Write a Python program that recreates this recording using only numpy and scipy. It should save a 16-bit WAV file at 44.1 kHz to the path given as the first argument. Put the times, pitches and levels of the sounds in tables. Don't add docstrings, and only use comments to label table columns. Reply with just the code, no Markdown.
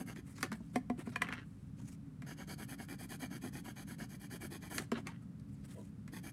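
import sys
import numpy as np
from scipy import signal
from scipy.fft import rfft, irfft
from scipy.io import wavfile
from scipy.ndimage import uniform_filter1d

SR = 44100
rng = np.random.default_rng(int(sys.argv[2]) if len(sys.argv) > 2 else 0)


def unload_audio(sound):
    columns = np.transpose(np.atleast_2d(sound))
    steps = np.round(np.clip(columns, -1, 1) * 32767)
    wavfile.write(sys.argv[1], SR, steps.astype(np.int16))


N = 278922
TIME = np.arange(N) / SR

# (frequency [Hz], relative level [dB])
HUM_SPECTRUM = [(20, -30.5), (38, -36), (52, -6), (85, -9), (102, -2.5), (165, 0), (215, -2), (234, -10),
                (285, -3), (305, -20.5), (450, -27), (800, -41.5), (2000, -61.5)]
AIR_SPECTRUM = [(200, -2), (500, 4.5), (950, 5.5), (1300, 7), (2250, -0.5), (2600, -2.5), (3300, -4.5),
                (6500, -9), (9000, -6.5), (12000, -12), (15500, -29)]

# (start [s], end [s], rasp [dB], hiss [dB])
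RUSTLES = [(.255, .36, -67, -70), (.355, .44, -64.5, -58.5), (.56, .76, -85, -76.5), (.742, .785, -55, -68),
           (.978, 1.034, -53, -64), (1.05, 1.11, -59, -66), (1.115, 1.165, -60.5, -71),
           (1.44, 1.72, -86, -80.5), (1.77, 1.85, -69.5, -70.5), (1.85, 1.96, -72.5, -67.5),
           (4.79, 4.858, -61, -64.5), (4.95, 5.015, -52.5, -68.5), (5.055, 5.135, -55, -75),
           (5.215, 5.245, -71, -80), (5.48, 5.64, -93.5, -78.5), (5.635, 5.667, -61.5, -64.5),
           (5.68, 5.75, -64.5, -68), (5.73, 5.9, -73, -72)]
# (start [s], end [s], level [dB])
ROLLS = [(1.214, 1.304, -48.5), (1.308, 1.444, -51), (4.929, 4.978, -50.5), (4.962, 4.995, -51),
         (5.055, 5.193, -65.5)]

# (frequency [Hz], relative level [dB], t60 [s])
PENCIL_MODES = [(245.3, 0.5, 0.14), (418, -7.5, 0.09), (506, -0.5, 0.039), (715, -5, 0.076),
                (1024, -4, 0.04), (1132, -4, 0.036), (1353, 2, 0.021), (1673, -1.5, 0.044),
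                (1779, -7, 0.055), (1963, -2.5, 0.057), (2136, -2.5, 0.037), (2413, -0.5, 0.037),
                (2875, -9, 0.032), (3190, -9.5, 0.042), (3930, -13, 0.031), (4410, -10, 0.04),
                (5060, -14, 0.024), (5690, -10.5, 0.039), (6720, -11.5, 0.026), (7990, -6, 0.025),
                (9500, -18.5, 0.022)]
# (time [s], level [dB], brightness [dB/octave], pitch [ratio], strike point [wavelengths])
BARREL_DROPS = [(0.008, -47, 0, 1.07, 0.56), (0.602, -47.5, -7.5, 0.89, 1.07), (0.757, -33, 2, 1.027, 1.06),
                (0.898, -34, -0.56, 1.003, 1.02), (1.07, -43, -1.5, 0.98, 0.94),
                (4.9165, -35, 1.84, 0.95, 0.87)]
PENCIL_CLACKS = [(1.158, -37.5, -0.21, 0.99, 1.9), (1.218, -32.5, 0.87, 0.99, 1.04),
                 (1.268, -53, -2.4, 1.07, 0.63), (1.286, -45.5, -2.1, 1.04, 0.78),
                 (1.303, -54, -4.2, 0.86, 0.45), (1.324, -43.5, -0.37, 1, 0.22),
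                 (1.335, -50, 2.5, 1.1, 0.68)]
TIP_TAPS = [(0.16, -59.5, -1.5, 0.93, 0.31), (0.382, -61.5, -2, 0.82, 0.44), (0.408, -59, 2, 1, 0.5),
            (0.428, -37.5, 0.6, 1.064, 0.43), (0.517, -48, -3, 0.89, 0.4), (0.527, -54.5, 1.5, 0.95, 0.76),
            (2.22, -58.5, -1.5, 0.98, 0.35), (4.781, -40.5, 1.9, 1.02, 0.762),
            (5.069, -48.5, 0.5, 1.1, 1.03), (5.397, -80, 6, 1.02, 0.45), (6.077, -61.5, 0.5, 1, 0.38)]
# (low edge [Hz], high edge [Hz])
REGISTERS = [(120, 370), (370, 880), (950, 3300), (3500, 11500)]
# (thud [dB], knock [dB], clack [dB], tick [dB])
DROP_BALANCE = [0.5, -5, -15, -28]
CLACK_BALANCE = [-16, -13, 0, -16.5]
TAP_BALANCE = [-2.5, -8.5, 0.5, -6]

# (frequency [Hz], relative level [dB])
PAPER_SPECTRUM = [(100, -15), (250, 12.5), (320, 6.5), (600, -7.5), (820, 0), (1200, -6.5), (1800, -5),
                  (2400, -11.5), (2700, -8), (3100, -12), (3900, -19.5), (9000, -15.5), (13000, -18.5),
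                  (16000, -27.5)]
# (frequency [Hz], width [Hz], lift [dB])
PAPER_RESONANCES = [(1730, 260, 3.5), (2322, 150, 12.5), (2666, 120, -23), (3230, 230, 4.5), (4740, 530, 5),
                    (5750, 450, -6.5), (6400, 440, 8.5), (7500, 290, -2), (7720, 390, 4.5), (9470, 650, 1),
                    (11500, 710, 5)]
# (start [s], end [s])
SHADING_SPELLS = [(-0.055, 0.153), (2.252, 4.706), (6.109, 6.325)]
# (time [s], tempo [strokes/s])
WRIST_TEMPO = [(0, 9.7), (2.25, 9.475), (2.85, 9.92), (3.65, 8.566), (4.2, 9.433), (4.45, 10.056),
               (4.7, 8.79), (6.1, 9.25)]
# (time [s], relative level [dB])
HAND_WEIGHT = [(0.1, 0.1), (2.3, 0), (2.41, -1), (2.51, 0.6), (2.75, -2), (3.1, 0.9), (3.88, -2),
               (4.02, -2), (4.13, -5), (4.24, -5.5), (4.34, 0.5), (4.54, 0.5), (4.65, -2), (6.2, -0.5)]
# (time [s], relative level [dB])
HISS_SHEEN = [(0.05, -2.5), (2.3, 0), (2.41, -3.5), (2.53, 1.6), (3.0, -1.1), (3.13, 1.2), (3.6, -0.9),
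              (4.15, 2), (4.5, -1), (6.2, -2.5)]
# (start [s], end [s], rasp gain [dB], hiss gain [dB])
LEAD_FLICKS = [(0.153, 0.212, -61, -64.5), (4.699, 4.759, -52.5, -54.5), (4.744, 4.796, -52.5, -51.5)]


def undb(db):
    return 10 ** (np.asarray(db) / 20)


def unit(x):
    return x / np.sqrt(np.mean(x ** 2) + 1e-20)


def decay(t, t60):
    return np.exp(-np.log(1000) * t / t60)


def band(x, lo_hz, hi_hz, order=3):
    sos = signal.butter(order, [lo_hz, min(hi_hz, SR / 2 - 1)], "band", fs=SR, output="sos")
    return signal.sosfilt(sos, x)


def colour(x, spectrum, resonances=()):
    f = np.fft.rfftfreq(len(x), 1 / SR) + 1
    hz, db = np.transpose(spectrum)
    curve_db = np.interp(np.log(f), np.log(hz), db)
    for centre, width, lift in resonances:
        curve_db += lift / (1 + (2 * (f - centre) / width) ** 2)
    return unit(irfft(rfft(x) * undb(curve_db), len(x)))


def wander(rate):
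    hold = max(int(SR / rate), 2)
    steps = np.repeat(rng.standard_normal(N // hold + 1), hold)
    return unit(uniform_filter1d(steps, hold)[:N])


def ventilation():
    hum = undb(-50) * colour(rng.standard_normal(N), HUM_SPECTRUM)
    for hz, db in [(86, -66.5), (133, -61.5), (172, -63), (205, -60.5)]:
        drifting_hz = hz + .5 * wander(rate=2.82)
        hum += undb(db) * np.sin(2 * np.pi * np.cumsum(drifting_hz) / SR)
    return hum + undb(-74.5) * colour(rng.standard_normal(N), AIR_SPECTRUM)


def room(x, wet_db=-21, t60=0.24):
    t = TIME[:SR // 2]
    tail = band(rng.standard_normal(len(t)), 810, 6500, order=1) * decay(t, t60) * (t > .004)
    return x + undb(wet_db) * signal.fftconvolve(x, tail / np.linalg.norm(tail))[:N]


def catches(rate, spread_db):
    slips = (rng.random(N) < rate / SR) * rng.standard_normal(N)
    return unit(slips * undb(spread_db * rng.standard_normal(N)))


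def sheet(x, t60, ring_db):
    t = TIME[:SR // 10]
    ring = rng.standard_normal(len(t)) * decay(t, t60)
    return x + undb(ring_db) * signal.fftconvolve(x, ring / np.linalg.norm(ring))[:N]


def roam(x, depth_db, rate, regions):
    log_hz = np.log(np.fft.rfftfreq(N, 1 / SR) + 1)
    place = np.interp(log_hz, np.log([400, 8000]), [0, regions - 1])
    spectrum = rfft(x)
    parts = (irfft(spectrum * np.maximum(1 - abs(place - k), 0), N) for k in range(regions))
    return sum(undb(depth_db * wander(rate)) * part for part in parts)


def sweep(start, end, power, lean=1, ease_s=0.0188):
    inside = (TIME > start) & (TIME < end)
    progress = (TIME[inside] - start) / (end - start)
    loudness = np.zeros(N)
    loudness[inside] = unit(np.sin(np.pi * progress ** lean) ** power)
    return uniform_filter1d(loudness, max(int(ease_s * SR), 1))


def rub(moves, rasp, hiss, rasp_power, hiss_power, lean, ease_s):
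    out = np.zeros(N)
    for start, end, rasp_db, hiss_db in moves:
        shift = 1 + .03 * rng.standard_normal()
        shifted_rasp = np.interp(start + (TIME - start) * shift, TIME, rasp)
        out += undb(rasp_db) * sweep(start, end, rasp_power, lean, ease_s) * shifted_rasp
        out += undb(hiss_db) * sweep(start, end, hiss_power, lean, ease_s) * hiss
    return out


def scuff():
    spectrum = [(150, -20), (350, 3.5), (620, 7), (800, -20), (960, 2), (1150, -27), (3000, -60)]
    return undb(-56.5) * colour(rng.standard_normal(N), spectrum) * sweep(5.745, 5.84, power=1.1)


def skids(length_s=0.049, rasp_offset_db=-10, hiss_offset_db=-29):
    return [(at, at + length_s, db + rasp_offset_db, db + hiss_offset_db) for at, db, *_ in TIP_TAPS]


def rustling():
    spectrum = [(200, 17.5), (600, 5), (1200, 3), (2200, 2.5), (2700, -6.5), (3300, -4),
                (4500, -6), (6000, -4.5), (9500, -2.5), (12500, -12), (16000, -19)]
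    flicker = undb(2 * wander(rate=130))
    slips = flicker * sheet(catches(rate=5000, spread_db=2), t60=0.072, ring_db=-7.5)
    grain = roam(colour(slips, spectrum), depth_db=3, rate=40, regions=18)
    rasp = unit(band(grain, 240, 3780))
    hiss = unit(band(grain, 2200, SR / 2))
    return rub(RUSTLES + skids(), rasp, hiss, rasp_power=0.65, hiss_power=0.37, lean=0.7, ease_s=0.02)


def rolling():
    spectrum = [(150, -17), (260, 15.5), (450, -2), (650, -7.5), (1100, 4), (1500, -0.5),
                (2000, 0.5), (2800, -4.5), (4200, -15.5), (6000, -22.5), (10000, -32), (16000, -61)]
    contacts = sheet(catches(rate=700, spread_db=2.5), t60=0.072, ring_db=-1.5)
    chatter = roam(colour(contacts, spectrum), depth_db=3, rate=40, regions=18)
    return chatter * sum(undb(db) * sweep(start, end, power=0.71, lean=0.31) for start, end, db in ROLLS)


def blow(pitch, point, contact_s):
    t = TIME[:SR // 4]
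    hz, mode_db, t60 = np.transpose(PENCIL_MODES)[:, :, None]
    sign = (-1) ** np.arange(len(hz))[:, None]
    strike_db = 4 * np.cos(2 * np.pi * point * np.sqrt(hz / hz[0]))
    gain = sign * undb(mode_db + strike_db)
    detune = .03 * np.minimum(hz / 8000, 1) * rng.standard_normal(hz.shape)
    tuned_hz = hz * pitch * (1 + detune)
    ring = np.sum(gain * decay(t, t60) * np.sin(2 * np.pi * tuned_hz * t), axis=0)
    crack = undb(4) * decay(t, t60=0.011)
    flutter = undb(-10) * decay(t, t60=0.092)
    attack = 1 - np.exp(-t / contact_s)
    return (ring + (crack + flutter) * rng.standard_normal(len(t))) * attack


def hits(blows, balance_db, contact_s, rebound_s, rebound_db):
    octaves = np.log2(REGISTERS).mean(axis=1)
    octaves -= octaves[np.argmax(balance_db)]
    out = np.zeros(N + SR)
    for start, level_db, brightness, pitch, point in blows:
        for at, force_db in [(start, level_db), (start + rebound_s, level_db + rebound_db)]:
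            sound = blow(pitch, point, contact_s)
            onset = int(at * SR)
            for (lo_hz, hi_hz), db in zip(REGISTERS, balance_db + brightness * octaves):
                part = band(sound, lo_hz, hi_hz)
                attack_rms = np.std(part[:SR // 50])
                out[onset:onset + len(part)] += undb(force_db + db) * part / attack_rms
    return out[:N]


def knocks():
    drops = hits(BARREL_DROPS, DROP_BALANCE, contact_s=0.0011, rebound_s=0.0125, rebound_db=-18.5)
    clacks = hits(PENCIL_CLACKS, CLACK_BALANCE, contact_s=0.00087, rebound_s=0.004, rebound_db=-12.5)
    taps = hits(TIP_TAPS, TAP_BALANCE, contact_s=0.00046, rebound_s=0.009, rebound_db=-13)
    return drops + clacks + taps


def strokes(rasp_gain_db=-55.5, hiss_gain_db=-58, moving_share=0.77):
    moves = []
    for start, end in SHADING_SPELLS:
        t = np.arange(start, end, 1 / SR)
        swings = np.cumsum(np.interp(t, *np.transpose(WRIST_TEMPO))) / SR
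        turns = np.interp(np.arange(round(swings[-1]) + 1), swings, t)
        for turn, next_turn in zip(turns, turns[1:]):
            middle = (turn + next_turn) / 2
            half = moving_share * (next_turn - turn) / 2
            weight_db = np.interp(middle, *np.transpose(HAND_WEIGHT))
            sheen_db = np.interp(middle, *np.transpose(HISS_SHEEN))
            moves.append((middle - half, middle + half,
                          rasp_gain_db + weight_db, hiss_gain_db + weight_db + sheen_db))
    return moves


def shading():
    tooth = sheet(catches(rate=1500, spread_db=1), t60=0.04, ring_db=-5.5)
    tooth = roam(colour(tooth, PAPER_SPECTRUM, PAPER_RESONANCES), depth_db=2.8, rate=55, regions=22)
    fibres = sheet(catches(rate=12000, spread_db=-2.5), t60=0.016, ring_db=-2.5)
    fibres = roam(colour(fibres, PAPER_SPECTRUM, PAPER_RESONANCES), depth_db=2, rate=12, regions=26)
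    pressure_db = wander(rate=50)
    rasp = undb(4.5 + pressure_db) * unit(band(tooth, 199, 3060))
    hiss = undb(.5 * pressure_db) * unit(band(fibres, 3120, SR / 2))
    moves = strokes() + LEAD_FLICKS
    return rub(moves, rasp, hiss, rasp_power=0.81, hiss_power=0.49, lean=0.85, ease_s=0.012)


def scene():
    desk = shading() + rustling() + rolling() + scuff() + knocks()
    return (room(desk) + ventilation())[None]


def record(dry, top_hz=15900):
    return signal.sosfilt(signal.ellip(10, .2, 80, top_hz, fs=SR, output="sos"), dry)


dry = scene()
out = record(dry)
unload_audio(out)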